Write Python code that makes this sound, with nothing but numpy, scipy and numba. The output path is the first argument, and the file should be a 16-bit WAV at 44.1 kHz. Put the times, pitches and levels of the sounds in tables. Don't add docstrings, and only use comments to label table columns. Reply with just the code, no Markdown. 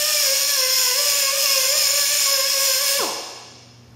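import sys
import numpy as np
from scipy import signal
from scipy.fft import rfft, irfft
from scipy.io import wavfile
from scipy.ndimage import uniform_filter1d
from numba import njit

SR = 44100
rng = np.random.default_rng(int(sys.argv[2]) if len(sys.argv) > 2 else 0)


def invert_db(x):
    u = np.asarray(x, float) / 20
    return 10 ** u


def master(y):
    cut = np.clip(np.atleast_2d(y).T, -1, 1)
    pcm = np.round(cut * 32767)
    wavfile.write(sys.argv[1], SR, pcm.astype(np.int16))


N = 174195
LEAD_IN = SR // 2
TOTAL = N + LEAD_IN

# t/s, vane rate aimed for f/Hz, wheel bite level/dB, exhaust note level/dB
HAND_LOAD = [(0.0, 592.3, -0.7, 2.5), (0.029, 625, -1.5, -15), (0.079, 596, 1.5, 0.5),
             (0.151, 568.3, 1, -9.5), (0.211, 535, 3.5, -9), (0.241, 526.7, 1.5, 6), (0.291, 564, 0.5, 4),
             (0.33, 564.8, 2, -22.5), (0.43, 576.0, -4.5, -21), (0.46, 589, 7, 12.5),
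             (0.489, 554, 2.5, -9.0), (0.54, 511.6, 3, 3), (0.66, 526.9, 3.3, 1.5), (0.749, 517.4, 5, -7),
             (0.8, 499.4, 1.9, 3), (0.93, 586.2, 1, 1), (1.06, 564.4, 7, -4.5), (1.09, 558.5, 1.5, -20),
             (1.13, 592.2, 1, 5), (1.16, 537, 6, -1.5), (1.2, 547.5, 1.2, 5), (1.3, 604.6, -9.5, 0),
             (1.34, 633.3, 0.5, -5), (1.37, 602.2, 0.5, -39), (1.41, 571, 5.5, 19), (1.44, 525.2, 2.0, -13),
             (1.47, 547, 3.7, 4), (1.53, 522.4, 2.5, 5), (1.62, 512.7, 1, -10), (1.659, 562.5, 1, 7),
             (1.7, 618.6, -4, 3.0), (1.75, 625.0, 6, -12), (1.78, 592.0, 0.5, -34), (1.81, 543, 2.4, -0.5),
             (1.9, 593.5, -2, 1), (1.93, 576.2, 3.5, -4), (2.0, 552.8, 1.5, -5.5), (2.08, 615.3, -2.5, 5),
             (2.111, 585, 3.0, -6), (2.16, 549.0, 1.8, -14), (2.21, 551.7, 3, 2), (2.33, 521.7, 3, 2),
             (2.41, 568.3, -3.5, 5.5), (2.45, 568, 3.3, -15), (2.51, 540.0, 1, 8), (2.58, 549.8, 4, -3.5),
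             (2.66, 518.3, 2.5, 1.5), (2.77, 592, -1, -1.5), (2.82, 547.8, 1.7, -0.5), (2.92, 582.0, -2, 3)]
# multiple of vane rate, running level/dB, extra braking level/dB
EXHAUST_TONES = [(1, -31, 1.5), (2, -35, 0), (3, -35, 0), (4, -33.5, -8), (5, -39, -6), (6, -44, -8),
                 (7, -46, -8)]
# f/Hz, level/dB
MUFFLER = [(150, -12), (260, -6), (370, -1), (520, -2), (730, 5), (870, -8), (1050, 7), (1500, -3),
           (1900, -14)]
# f/Hz, width/Hz, level/dB
BODY_MODES = [(1520, 460, -17), (2587, 230, -14), (3440, 170, -16), (4196, 95, -7), (5075, 168, 3),
              (5570, 450, -7.5), (6275, 550, -7), (6940, 330, -5.5), (8640, 107, -7), (9320, 110, -8),
              (11450, 45, -0.5), (12620, 160, -3.5), (13840, 2300, -9.5), (14900, 2800, -15)]
# f/Hz, width/Hz, level/dB
STEEL_MODES = [(2480, 28, -7), (2727, 93, -8.5), (2844, 20, -11), (3307, 32, -6), (4284, 36, -12.5),
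               (5032, 29, 1), (5130, 28, 0.5), (5487, 36, 0.5), (5566, 80, 1.5), (5676, 66, 0.5),
               (5934, 38, -16), (6650, 47, -7), (7000, 180, -4), (7045, 83, 1.5)]
# f/Hz, level/dB
AIR_RUSH = [(60, -25.5), (350, -22), (690, -18), (900, -12), (1330, -16.5), (2700, -4.5), (7000, 0),
            (15500, -7)]
# f/Hz, width/Hz
HOLLOWS = [(680, 89), (1330, 160), (3900, 250), (7450, 84), (8050, 550), (10100, 550), (11950, 390),
           (13100, 750), (14900, 330)]
# t/s, level/dB
KNOCKS = [
    (1.79, -50),
    (3.01, -40),
]
# f/Hz, T60/s
ROOM_T60 = [(125, 0.38), (400, 1.07), (1000, 0.91), (1800, 1.234), (5000, 1.194), (8000, 0.85),
            (12000, 0.52), (16000, 0.59)]
# f/Hz, level/dB
TONE_ROOM = [(250, -5.5), (450, -3.5), (580, -3.5), (720, 1), (870, 7), (1050, -2.5), (1400, -7),
             (2000, -6)]
# f/Hz, rms level/dB
HUM = [(120, -48), (240, -53.5)]
# f/Hz, level/dB
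ROOM_FLOOR = [(30, -41), (80, -11.5), (200, -15.5), (500, -23.5), (1220, -30), (4000, -43), (8000, -49),
              (16000, -49)]

RELEASE_S, BRAKE_S = 2.988, 0.098
SPEED_LAG_S, BITE_LAG_S = 0.02, 0.014
MOAN_DB, MOAN_RISE_S, MOAN_FADE_S = 9.5, 0.002, 0.085
TONE_FLUTTER_DB, BRAKE_FLUTTER_DB = 2.5, -1.5
GRIND_STOP_S = 0.059
BODY_DB, STEEL_DB, AIR_DB = -22.5, -25, -21
BODY_PATCHY_DB, STEEL_PATCHY_DB, MODE_DRIFT = 1.2, 3, 0.004
GRIT_DB, GRIT_CAP = 2.5, 3.5
WOBBLE_DB, WOBBLE2_DB = 4, 1.5
FREE_AIR_DB_PER_HZ = 0.04
SAG_MID_HZ, SAG_SPAN_HZ = 550, 160
HOLLOW_DEPTH, HOLLOW_WANDER, HOLLOW_DRIFT = 0.58, 0.2, 0.016
KNOCK_HZ, KNOCK_S = 194, 0.033
ROOM_DB, ROOM_DELAY_S, ROOM_RISE_S = -2, 0.02, 0.0024
FLOOR_DB = -49
AGC_KNEE_DB, AGC_SLOPE, AGC_S = -44, 0.33, 0.12
LOW_HZ, TOP_HZ = 58, 15720
MASK_DB, QUIET_TOP_HZ, QUIET_SHARE = -4.2, 15000, 0.2


def level(x, db):
    return x * invert_db(db) / np.sqrt(np.mean(x ** 2))


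def lag(x, s):
    a = np.exp(-1 / (s * SR))
    return x[0] + signal.lfilter([(1 - a) ** 2], [1, -2 * a, a * a], x - x[0])


def walk(rate):
    hold = int(SR / rate)
    steps = np.repeat(rng.standard_normal(TOTAL // hold + 1), hold)
    return 1.505 * uniform_filter1d(uniform_filter1d(steps, hold), hold)[:TOTAL]


def curve(table, hz):
    table = np.array(table, float)
    return np.interp(np.log(hz + 1), np.log(table[:, 0]), table[:, 1])


def colour(x, table):
    hz = np.arange(TOTAL // 2 + 1) * SR / TOTAL
    return irfft(rfft(x) * invert_db(curve(table, hz)), TOTAL)


@njit
def moving_band(x, hz, width):
    y, band, low = np.empty(len(x)), 0., 0.
    for i in range(len(x)):
        g, k = np.tan(np.pi * hz[i] / SR), width / hz[i]
        v = (band + g * (x[i] - low)) / (1 + g * (g + k))
        band, low, y[i] = 2 * v - band, low + 2 * g * v, k * v
    return y


def ring(x, modes, patchy_db):
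    out = 0
    for k, (hz, width, db) in enumerate(modes):
        gain = (-1) ** k * invert_db(db + patchy_db * walk(11))
        out = out + gain * moving_band(x, hz * (1 + MODE_DRIFT * walk(6)), 1. * width)
    return out


def motor(t):
    rows = np.array(HAND_LOAD, float)
    step = np.clip(np.searchsorted(rows[:, 0], t) - 1, 0, None)
    after = np.maximum(t - RELEASE_S, 0)
    hz = lag(rows[step, 1], SPEED_LAG_S) * (1 + 0.002504 * walk(60)) * np.exp(-after / BRAKE_S)
    return hz, lag(rows[step, 2], BITE_LAG_S), lag(rows[step, 3], BITE_LAG_S), after


def grind(hz, turns, bite_db, after):
    free_db = FREE_AIR_DB_PER_HZ * np.maximum(hz - SAG_MID_HZ, 0)
    wobble_db = WOBBLE_DB * np.cos(2 * np.pi * turns) + WOBBLE2_DB * np.cos(4 * np.pi * turns + 1)
    strike_db = GRIT_DB * np.minimum(rng.exponential(size=TOTAL), GRIT_CAP)
    grit = rng.standard_normal(TOTAL) * invert_db(strike_db + wobble_db)
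    body = level(ring(grit, BODY_MODES, BODY_PATCHY_DB), BODY_DB)
    steel = level(ring(grit, STEEL_MODES, STEEL_PATCHY_DB), STEEL_DB)
    cut = (body + steel) * invert_db(bite_db + 0.6 * walk(18))
    gusts = rng.standard_normal(TOTAL) * invert_db(0.4 * wobble_db + free_db + 1.3 * walk(16))
    air = level(colour(gusts, AIR_RUSH), AIR_DB) * invert_db(0.57 * bite_db)
    return (cut + air) * np.exp(-after / GRIND_STOP_S)


def hollow(x, hz):
    pressed = np.clip((SAG_MID_HZ - hz) / SAG_SPAN_HZ, -0.5, 0.25)
    for centre_hz, width in HOLLOWS:
        depth = np.clip(HOLLOW_DEPTH + HOLLOW_WANDER * walk(14) + pressed, 0, 1)
        x = x - depth * moving_band(x, centre_hz * (1 + HOLLOW_DRIFT * walk(10)), 1. * width)
    return x


def exhaust(hz, turns, voice_db, after):
    swell, out = 1 - np.exp(-after / MOAN_RISE_S), 0
    for k, db, brake_db in EXHAUST_TONES:
        flutter_db = (TONE_FLUTTER_DB + swell * BRAKE_FLUTTER_DB) * walk(45)
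        running_db = voice_db * (1 - swell) / k ** 2
        moan_db = swell * (MOAN_DB + brake_db + curve(MUFFLER, k * hz))
        tone = np.sin(2 * np.pi * (k * 5 * turns + rng.random()))
        out = out + invert_db(db + flutter_db + running_db + moan_db) * tone
    return np.sqrt(2) * out * np.exp(-(after / MOAN_FADE_S) ** 2)


def knocks(t):
    env = sum(invert_db(db) * np.exp(-((t - s) / KNOCK_S) ** 2) for s, db in KNOCKS)
    thud = signal.lfilter(*signal.iirpeak(KNOCK_HZ, 1, SR), rng.standard_normal(TOTAL))
    return env * level(thud, 0)


def garage(x):
    t, tail = np.arange(3 * SR // 2) / SR, 0
    for hz in 60 * 2 ** np.arange(0, 8.5, 0.5):
        edges = [hz / 2 ** 0.25, hz * 2 ** 0.25]
        sos = signal.butter(2, edges, "band", fs=SR, output="sos")
        decay = invert_db(-60 * t / curve(ROOM_T60, hz))
        tail = tail + signal.sosfilt(sos, rng.standard_normal(len(t))) * decay
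    tail = tail * (1 - np.exp(-np.maximum(t - ROOM_DELAY_S, 0) / ROOM_RISE_S))
    return signal.fftconvolve(x, tail * invert_db(ROOM_DB) / np.sqrt(np.sum(tail ** 2)))[:TOTAL]


def background(t):
    hum = 0
    for hz, db in HUM:
        hum = hum + np.sqrt(2) * invert_db(db + 0.7 * walk(20)) * np.sin(2 * np.pi * hz * t)
    rumble = level(colour(rng.standard_normal(TOTAL), ROOM_FLOOR), FLOOR_DB)
    return hum + rumble * invert_db(0.6 * walk(9))


def scene():
    t = (np.arange(TOTAL) - LEAD_IN) / SR
    hz, bite_db, voice_db, after = motor(t)
    turns = np.cumsum(hz) / SR / 5
    cut = hollow(grind(hz, turns, bite_db, after), hz)
    tones = exhaust(hz, turns, voice_db, after) + knocks(t)
    room = garage(cut + colour(tones, TONE_ROOM))
    tool = (tones + cut + room) * invert_db(7.5)
    return np.tile((tool + background(t))[LEAD_IN:], (2, 1))


def thin_treble(x):
    hz, _, z = signal.stft(x, SR, nperseg=1024)
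    power = uniform_filter1d(np.abs(z) ** 2, size=3, axis=1)
    band = uniform_filter1d(power, size=5, axis=0)[np.arange(len(hz)) // 5 * 5]
    neighbours = uniform_filter1d(power, size=50, axis=0)
    hz = hz[:, None]
    keep = (band > neighbours * invert_db(2 * MASK_DB)) | (hz < 6600)
    total = power.sum(axis=0)
    keep &= (total > QUIET_SHARE * np.median(total)) | (hz < QUIET_TOP_HZ)
    return signal.istft(z * keep * (hz < TOP_HZ), SR, nperseg=1024)[1][:len(x)]


def roll_off(x):
    return signal.sosfilt(signal.butter(12, 17080, fs=SR, output="sos"), x)


def record(dry):
    loud_db = 10 * np.log10(uniform_filter1d(dry[0] ** 2, size=2048) + 1e-12)
    gain_db = lag(-AGC_SLOPE * np.maximum(loud_db - AGC_KNEE_DB, 0), AGC_S)
    low_cut = signal.butter(3, LOW_HZ, "high", fs=SR, output="sos")
    mono = signal.sosfilt(low_cut, thin_treble(dry[0] * invert_db(gain_db)))
    return roll_off(np.tile(mono, (2, 1)))


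dry = scene()
out = record(dry)
master(out)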